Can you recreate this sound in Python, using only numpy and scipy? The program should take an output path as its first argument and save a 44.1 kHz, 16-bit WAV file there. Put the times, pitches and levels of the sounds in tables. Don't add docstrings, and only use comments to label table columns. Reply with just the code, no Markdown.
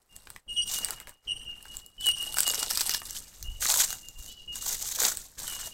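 import sys
import numpy as np
from scipy import signal
from scipy.fft import rfft, irfft, next_fast_len
from scipy.io import wavfile
from scipy.ndimage import uniform_filter1d

SR = 44100
rng = np.random.default_rng(int(sys.argv[2]) if len(sys.argv) > 2 else 0)


def to_wav(s):
    ch = np.atleast_2d(s).T
    pcm = np.round(np.clip(ch, -1, 1) * 32767)
    wavfile.write(sys.argv[1], SR, pcm.astype(np.int16))


N = 252693


# t/s, raking share of the power (0 = separate crackles, 1 = one dense swish)
RAKE_SHARE = [(.45, 0.11), (.72, 0.69), (1.0, 0.27), (2.95, 0.056), (3.3, 0.61), (5.0, 0.95), (5.45, 0.6)]
# f/Hz, gain/dB
CRACKLE_SPECTRUM = [(400, -44), (1500, -17.5), (3500, -4.5), (5400, -3.5), (6800, -10), (8200, 1.5),
                    (9500, -11), (11200, -5.5), (13500, -8), (16000, -16.5)]
SWISH_SPECTRUM = [(400, -38), (1500, -14.5), (2600, -22), (3700, -7), (5200, -10), (6200, -2), (7500, -3),
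                  (9200, -13), (11200, -14.5), (13500, -9.5), (16000, -15.5)]
TWIG_SPECTRUM = [(80, -31), (230, -6.5), (800, -1), (1700, -3), (2600, -8.5), (4000, -15), (9000, -32)]

def litter():
    leaf_gain, twig_gain = rustle_gains()
    rake = curve(RAKE_SHARE)
    clumps = amp(2.3 * wander(N, rate_hz=49))
    crackle = fractures(per_s=1700, spread_db=7, low_hz=2800, high_hz=13100, q=1.7, tear_s=0.00079)
    swish = fractures(per_s=3800, spread_db=3.5, low_hz=2760, high_hz=14700, q=1.7, tear_s=0.0012)
    twigs = fractures(per_s=800, spread_db=6, low_hz=194, high_hz=2680, q=2.4, tear_s=0.0021)
    crackle = scatter(colour(crackle, CRACKLE_SPECTRUM) * clumps, wet_db=-6.5, t60=0.068)
    swish = colour(swish, SWISH_SPECTRUM) * clumps
    twigs = scatter(colour(twigs, TWIG_SPECTRUM) * clumps, wet_db=-3, t60=0.27)
    leaves = np.sqrt(1 - rake) * steady(crackle) + np.sqrt(rake) * steady(swish)
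    return leaf_gain * leaves + twig_gain * steady(twigs)


# t/s, rise/s, hold/s, leaf level/dB, twig level re leaves/dB
RUSTLE_SWELLS = [(0.068, 0.078, 0.23, -60.5, -9), (0.477, 0.032, 0.23, -56.5, -12.5),
                 (0.658, 0.062, 0.046, -31.5, -17.5), (0.784, 0.024, 0.12, -44, -4),
                 (0.956, 0.045, 0.0077, -54.5, 2.5), (1.064, 0.014, 0.0076, -52, 1),
                 (1.223, 0.013, 0.52, -62, -3), (1.616, 0.16, 0.0053, -49.5, -11),
                 (1.996, 0.086, 0.014, -38, -14.5), (2.143, 0.044, 0.15, -42.5, -11),
                 (2.346, 0.019, 0.29, -32.5, -14), (2.676, 0.019, 0.26, -33, -15.5),
                 (3.017, 0.026, 0.067, -43, -15), (3.127, 0.027, 0.016, -36, -18.5),
                 (3.595, 0.031, 0.11, -28, -13), (3.662, 0.034, 0.041, -27, -14.5),
                 (3.736, 0.067, 0.019, -22, -14.5), (3.856, 0.041, 0.042, -39.5, -15),
                 (4.169, 0.019, 0.12, -48.5, -17), (4.514, 0.046, 0.03, -40, -16),
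                 (4.594, 0.089, 0.052, -30.5, -16), (4.742, 0.085, 0.13, -34.5, -18),
                 (4.961, 0.054, 0.065, -24.5, -12), (5.116, 0.018, 0.11, -47.5, -15),
                 (5.367, 0.013, 0.29, -39.5, -11)]
# t/s, leaf level/dB
RESTING_RUSTLE = [(0, -67), (.45, -101), (1.2, -80.5), (1.8, -66.5), (3.3, -53.5), (4.45, -63.5),
                  (5.73, -65)]

def rustle_gains():
    t = np.arange(SR) / SR
    leaf_power = amp(curve(RESTING_RUSTLE)) ** 2
    twig_power = leaf_power * amp(-11) ** 2
    for start, rise, hold, leaf_db, twig_db in RUSTLE_SWELLS:
        gain = swell_envelope(t, rise, hold)
        add(leaf_power, start, (amp(leaf_db) * gain) ** 2)
        add(twig_power, start, (amp(leaf_db + twig_db) * gain) ** 2)
    return np.sqrt(leaf_power), np.sqrt(twig_power)


def swell_envelope(t, rise, hold, swell_db=12.5, release_db_per_s=282, settle_db_per_s=67.5):
    swell = amp(swell_db * (np.clip(t / rise, 0, 1) - 1)) * np.clip(t / 0.02, 0, 1)
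    released_s = np.maximum(t - rise - hold, 0)
    settling_db = -19 - settle_db_per_s * released_s
    return swell * amp(np.maximum(-release_db_per_s * released_s, settling_db))


def fractures(per_s, spread_db, low_hz, high_hz, q, tear_s, fragments=10):
    onsets = rng.random(N) < per_s / SR
    clicks = onsets * amp(spread_db * np.minimum(rng.exponential(1, N), 3.5))
    fragment = rng.integers(0, fragments, N)
    fibres, out = rng.standard_normal(N), np.zeros(N)
    decay = np.exp(-1 / (tear_s * SR))
    for k, hz in enumerate(np.linspace(low_hz, high_hz, fragments)):
        tears = signal.lfilter([1], [1, -decay], clicks * (fragment == k) + 1e-12)
        out += ring(tears * fibres, hz, width_hz=hz / q) * np.sqrt(hz / q)
    return out


# t/s, relative crack level/dB, relative knock level/dB
BREAKS = [(0.164, -35, -56), (0.272, -49, -39.5), (.303, -34.5, -42.5), (0.3624, -44, -36),
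          (0.787, -24, -36.5), (0.847, -16.5, -60), (0.886, -35, -34), (.907, -23, -36.5),
          (1.001, -35, -48), (1.0723, -45, -39), (1.094, -38, -68), (1.627, -40, -65), (1.655, -47, -41),
          (1.769, -26.5, -53), (1.863, -39.5, -75), (2.01, -32, -52), (2.060, -24.5, -38),
          (2.068, -18.5, -33.5), (2.088, -20.5, -31), (2.227, -29, -45), (2.343, -25, -40),
          (2.37, -25, -26.5), (2.373, -29, -32), (2.385, -15, -25), (2.405, -12, -31), (2.478, -18, -30.5),
          (2.489, -21, -43), (2.499, -19.5, -34), (2.537, -39, -30), (2.555, -25, -47), (2.599, -27.5, -48),
          (2.628, -29, -28), (2.704, -23, -38), (2.71, -20, -30.5), (2.718, -28, -37), (2.774, -17, -30.5),
          (2.8085, -16.5, -32), (2.814, -18.5, -32), (2.894, -17, -28), (2.913, -22.5, -49),
          (2.938, -21.5, -54), (2.947, -18.5, -28.5), (3.018, -43, -34.5), (3.108, -27.5, -54),
          (3.427, -30, -52), (3.656, -29, -26.5), (3.741, -16, -27.5), (3.773, -17, -46), (3.807, -19, -41),
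          (3.905, -24.5, -38.5), (3.928, -25.5, -33.5), (4.086, -33, -69), (4.262, -37, -57),
          (4.557, -27.5, -46), (5.035, -19, -25), (5.067, -25, -38), (5.12, -28, -35), (5.172, -23.5, -47),
          (5.479, -26, -43), (5.503, -33, -44), (5.525, -33, -42.5)]
# t/s, f/Hz
CRACK_RESONANCE = [(2.35, 8200), (2.75, 4750), (3.1, 5750), (5.2, 8200)]
# f/Hz, bandwidth/Hz, relative level/dB
WOOD_MODES = [(334, 350, -7), (960, 300, -1.5), (1525, 240, 3.5)]
LEAF_TEAR_S, LEAF_HZ = 0.00064, 8200

def snaps(size=1200):
    t, out = np.arange(size) / SR, np.zeros(N)
    for start, crack_db, knock_db in BREAKS:
        fibres, wood = rng.standard_normal((2, size))
        leaf_size, twig_size = rng.standard_normal(2)
        hz = np.interp(start, *np.transpose(CRACK_RESONANCE)) * np.exp(-0.04 * leaf_size)
        tear_s = LEAF_TEAR_S * (LEAF_HZ / hz) ** 2
        burst = np.diff(fibres * np.exp(-t / tear_s), prepend=0)
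        crack = unit(ring(burst, hz, width_hz=770))
        crack += 0.5 * unit(ring(burst, 13600, width_hz=9200))
        crack += 0.44 * unit(ring(burst, 4450, width_hz=1200))
        push = (t == 0) + 0.14 * wood * np.exp(-t / 0.002)
        knock = sum(amp(db) * unit(ring(push, mode_hz * np.exp(-0.12 * twig_size), width_hz))
                    for mode_hz, width_hz, db in WOOD_MODES)
        add(out, start, amp(crack_db - 13) * unit(crack) + amp(knock_db - 12.5) * unit(knock))
    return scatter(out, wet_db=-8.5, t60=0.13)


def scatter(x, wet_db, t60, size=6000, count=5):
    t = np.arange(size) / SR
    tails = rng.standard_normal((count, size)) * amp(-60 * t / t60) * (t > 0.001)
    weights = np.array([wander(N, rate_hz=21) for _ in tails])
    weights /= np.linalg.norm(weights, axis=0)
    echoes = sum(signal.oaconvolve(x * weight, tail / np.linalg.norm(tail))[:N]
                 for weight, tail in zip(weights, tails))
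    return x + amp(wet_db) * echoes


# t/s, level/dB, starting f/Hz, fall/Hz, rasp share (0-1), upward reach of the rasp/Hz,
# relative level of the second harmonic/dB and of the third/dB
NEAR_CHIRPS = [(0.478, -34, 2870, 20.5, 0.14, 247, -26, -13), (.560, -22, 2889, 30, 0.2, 420, -15, -15.5),
               (1.272, -25.5, 2835, 19, 0.53, 112, -23, -19.5),
               (2.019, -28.5, 2983, 38, 0.22, 515, -23, -15.5),
               (2.054, -20.5, 2973, 162, 0.08, 165, -23.5, -20.5),
               (5.461, -39, 2945, 94, 0.53, 154, -33, -36)]
# t/s, level/dB, f/Hz
PURE_PINGS = [(.092, -60, 2815), (.77, -44, 2860), (1.472, -39, 2840), (1.68, -46, 2890),
              (1.98, -41.5, 2965), (2.175, -36, 2850), (2.452, -31.5, 2870), (2.58, -42, 2865),
              (2.895, -41, 2860), (3.44, -47, 2845), (3.46, -48, 2915), (3.88, -48, 2850),
              (4.025, -50, 2828), (4.18, -55, 2835), (4.272, -49, 2950), (4.365, -52, 2855),
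              (4.476, -37.5, 2865), (5.52, -45, 2885), (5.62, -48, 2870)]
# t/s, duration/s, level/dB, first f/Hz, last f/Hz
RISING_SQUEAKS = [(0.603, 0.039, -49, 1390, 1800), (4.275, 0.07, -55.5, 595, 721)]

def birds():
    near, pings = np.zeros((2, N))
    for start, *call in NEAR_CHIRPS:
        add(near, start, chirp(*call))
    for start, *tone in PURE_PINGS:
        add(pings, start, ping(*tone))
    for start, *call in RISING_SQUEAKS:
        add(near, start, squeak(*call))
    return forest(near, wet_db=-7.5) + forest(pings, wet_db=-3.5)


def chirp(level_db, first_hz, fall_hz, rasp_share, reach_hz, second_db, third_db, size=8192):
    length_s, waver_hz, beat_hz = 0.0701, 15.5, 91.2
    progress = np.linspace(0, 1, int(length_s * SR))
    low_hz = first_hz - fall_hz * progress + waver_hz * wander(size, rate_hz=133)[:len(progress)]
    high_hz = low_hz + beat_hz + reach_hz * (1 - progress) ** 4
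    low, high = phasor(low_hz), phasor(high_hz)
    roughness = (1 - progress) * flutter(size, rate_hz=150)[:len(progress)]
    clean, rasp = 1 - rasp_share, rasp_share * (roughness + np.sqrt(progress))
    swell = abs(np.sin(np.pi * progress))
    fundamentals = clean * low * swell + rasp * high * swell ** 0.62
    overtones = sum(amp(db) * (clean * low ** k + rasp * high ** k)
                    for k, db in [(2, second_db), (3, third_db)])
    brightness = np.sqrt(1 - progress)
    return amp(level_db) * np.sqrt(2) * (fundamentals + overtones * swell * brightness).real


def ping(level_db, hz, length_s=0.071, fall_hz=31.8, size=8192):
    progress = np.linspace(0, 1, int(length_s * SR))
    fading = 1 + 0.4 * flutter(size, rate_hz=55)[:len(progress)]
    note = phasor(hz + fall_hz * (0.5 - progress))
    swell = abs(np.sin(np.pi * progress)) ** 0.36
    return amp(level_db) * unit((note * fading).real) * swell


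def squeak(length_s, level_db, first_hz, last_hz, formant_hz=4280, jitter=0.006):
    count = int(length_s * SR)
    hz = np.linspace(first_hz, last_hz, count) * (1 + jitter * wander(count, rate_hz=300))
    phase = 2 * np.pi * np.cumsum(hz) / SR
    voice = sum(np.sin(k * phase) / k / (1 + (2 * np.log2(k * hz / formant_hz)) ** 4)
                for k in range(1, 12))
    return amp(level_db) * unit(voice * np.hanning(count))


# f/Hz, T60/s
REVERB_TIME = [(2900, 0.93), (12000, 0.29)]

def forest(x, wet_db):
    reflections = rng.standard_normal(SR) * (rng.random(SR) < 2500 / SR)
    reflections *= np.arange(SR) > 0.012 * SR
    hz, t, bands = signal.stft(reflections, SR, nperseg=256)
    bands *= (hz[:, None] / 2900) ** 1.86
    bands *= amp(-60 * t / at_frequency(REVERB_TIME, hz)[:, None])
    tail = signal.istft(bands, SR, nperseg=256)[1]
    power = abs(rfft(tail, SR)) ** 2
    gain_at_pings = np.sqrt(power[2780:2980].mean())
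    echoes = signal.fftconvolve(x, tail)[:N] / gain_at_pings
    shimmer = 0.85 + 0.5 * flutter(N, rate_hz=40)
    return x + amp(wet_db) * (signal.hilbert(echoes, next_fast_len(N))[:N] * shimmer).real


# f/Hz, relative level/dB
HANDLING_SPECTRUM = [(30, 0.5), (65, -8), (200, -16.5), (500, -25), (3000, -48.5)]
# t/s, duration/s, level/dB
AIR_PUFFS = [(3.342, 0.33, -39.5), (4.132, 0.12, -41.5)]

def rumble():
    handling_db = -51.5 + 0.87 * wander(N, rate_hz=25)
    out = amp(handling_db) * unit(colour(rng.standard_normal(N), HANDLING_SPECTRUM))
    eddies = ring(rng.standard_normal(N), 28, width_hz=18)
    eddies = signal.sosfilt(signal.butter(2, 70, fs=SR, output="sos"), eddies)
    for start, length_s, db in AIR_PUFFS:
        count = int(length_s * SR)
        puff = eddies[int(start) * SR:][:count] * np.hanning(count)
        add(out, start, amp(db) * unit(puff))
    return out


def colour(x, spectrum, size=4096):
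    hz = abs(np.fft.fftfreq(size, 1 / SR))
    log_gain = np.log(amp(at_frequency(spectrum, hz)))
    taps = np.fft.ifft(np.exp(np.conj(signal.hilbert(log_gain)))).real
    return signal.oaconvolve(x, taps[:size // 2])[:len(x)]


def ring(x, hz, width_hz):
    r = np.exp(-np.pi * width_hz / SR)
    return signal.lfilter([1, 0, -1], [1, -2 * r * np.cos(2 * np.pi * hz / SR), r * r], x)


def phasor(hz):
    return np.exp(2j * np.pi * np.cumsum(hz) / SR)


def wander(count, rate_hz, step=16):
    size = next_fast_len(count // step + 2)
    hz = np.fft.rfftfreq(size, step / SR)
    slow = irfft(rfft(rng.standard_normal(size)) / (1 + (hz / rate_hz) ** 4), size)
    return unit(np.interp(np.arange(count) / step, np.arange(size), slow))


def flutter(count, rate_hz):
    return (wander(count, rate_hz) + 1j * wander(count, rate_hz)) / np.sqrt(2)


def steady(x, window_s=0.057):
    power = abs(uniform_filter1d(x ** 2, int(window_s * SR)))
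    return x / np.sqrt(power + 0.01 * np.mean(x ** 2))


def unit(x):
    return x / np.sqrt(np.mean(x ** 2) + 1e-20)


def amp(db):
    return 10 ** (np.asarray(db) / 20)


def at_frequency(table, hz):
    f, value = np.transpose(table)
    return np.interp(np.log(hz + 1), np.log(f + 1), value)


def curve(table):
    return np.interp(np.arange(N) / SR, *np.transpose(table))


def add(mix, start_s, sound):
    part = mix[round(start_s * SR):][:len(sound)]
    part += sound[:len(part)]


def scene():
    return (litter() + snaps() + birds() + rumble())[None]


def record(dry, cutoff_hz=16000):
    bass = signal.sosfiltfilt(signal.butter(2, 600, fs=SR, output="sos"), dry[0])
    treble = dry[0] - bass
    treble_db = 10 * np.log10(abs(uniform_filter1d(treble ** 2, 1500)) + 1e-12)
    bass_gain = amp(np.clip(0.8 * (treble_db + 44), -20, 0))
    gap_gain = amp(np.clip(treble_db + 58, -5, 0))
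    out = (treble + bass * bass_gain) * gap_gain
    lowpass = signal.firwin(255, cutoff_hz, window=("kaiser", 8), fs=SR)
    return signal.oaconvolve(out, lowpass, "same")[None]


dry = scene()
out = record(dry)
to_wav(out)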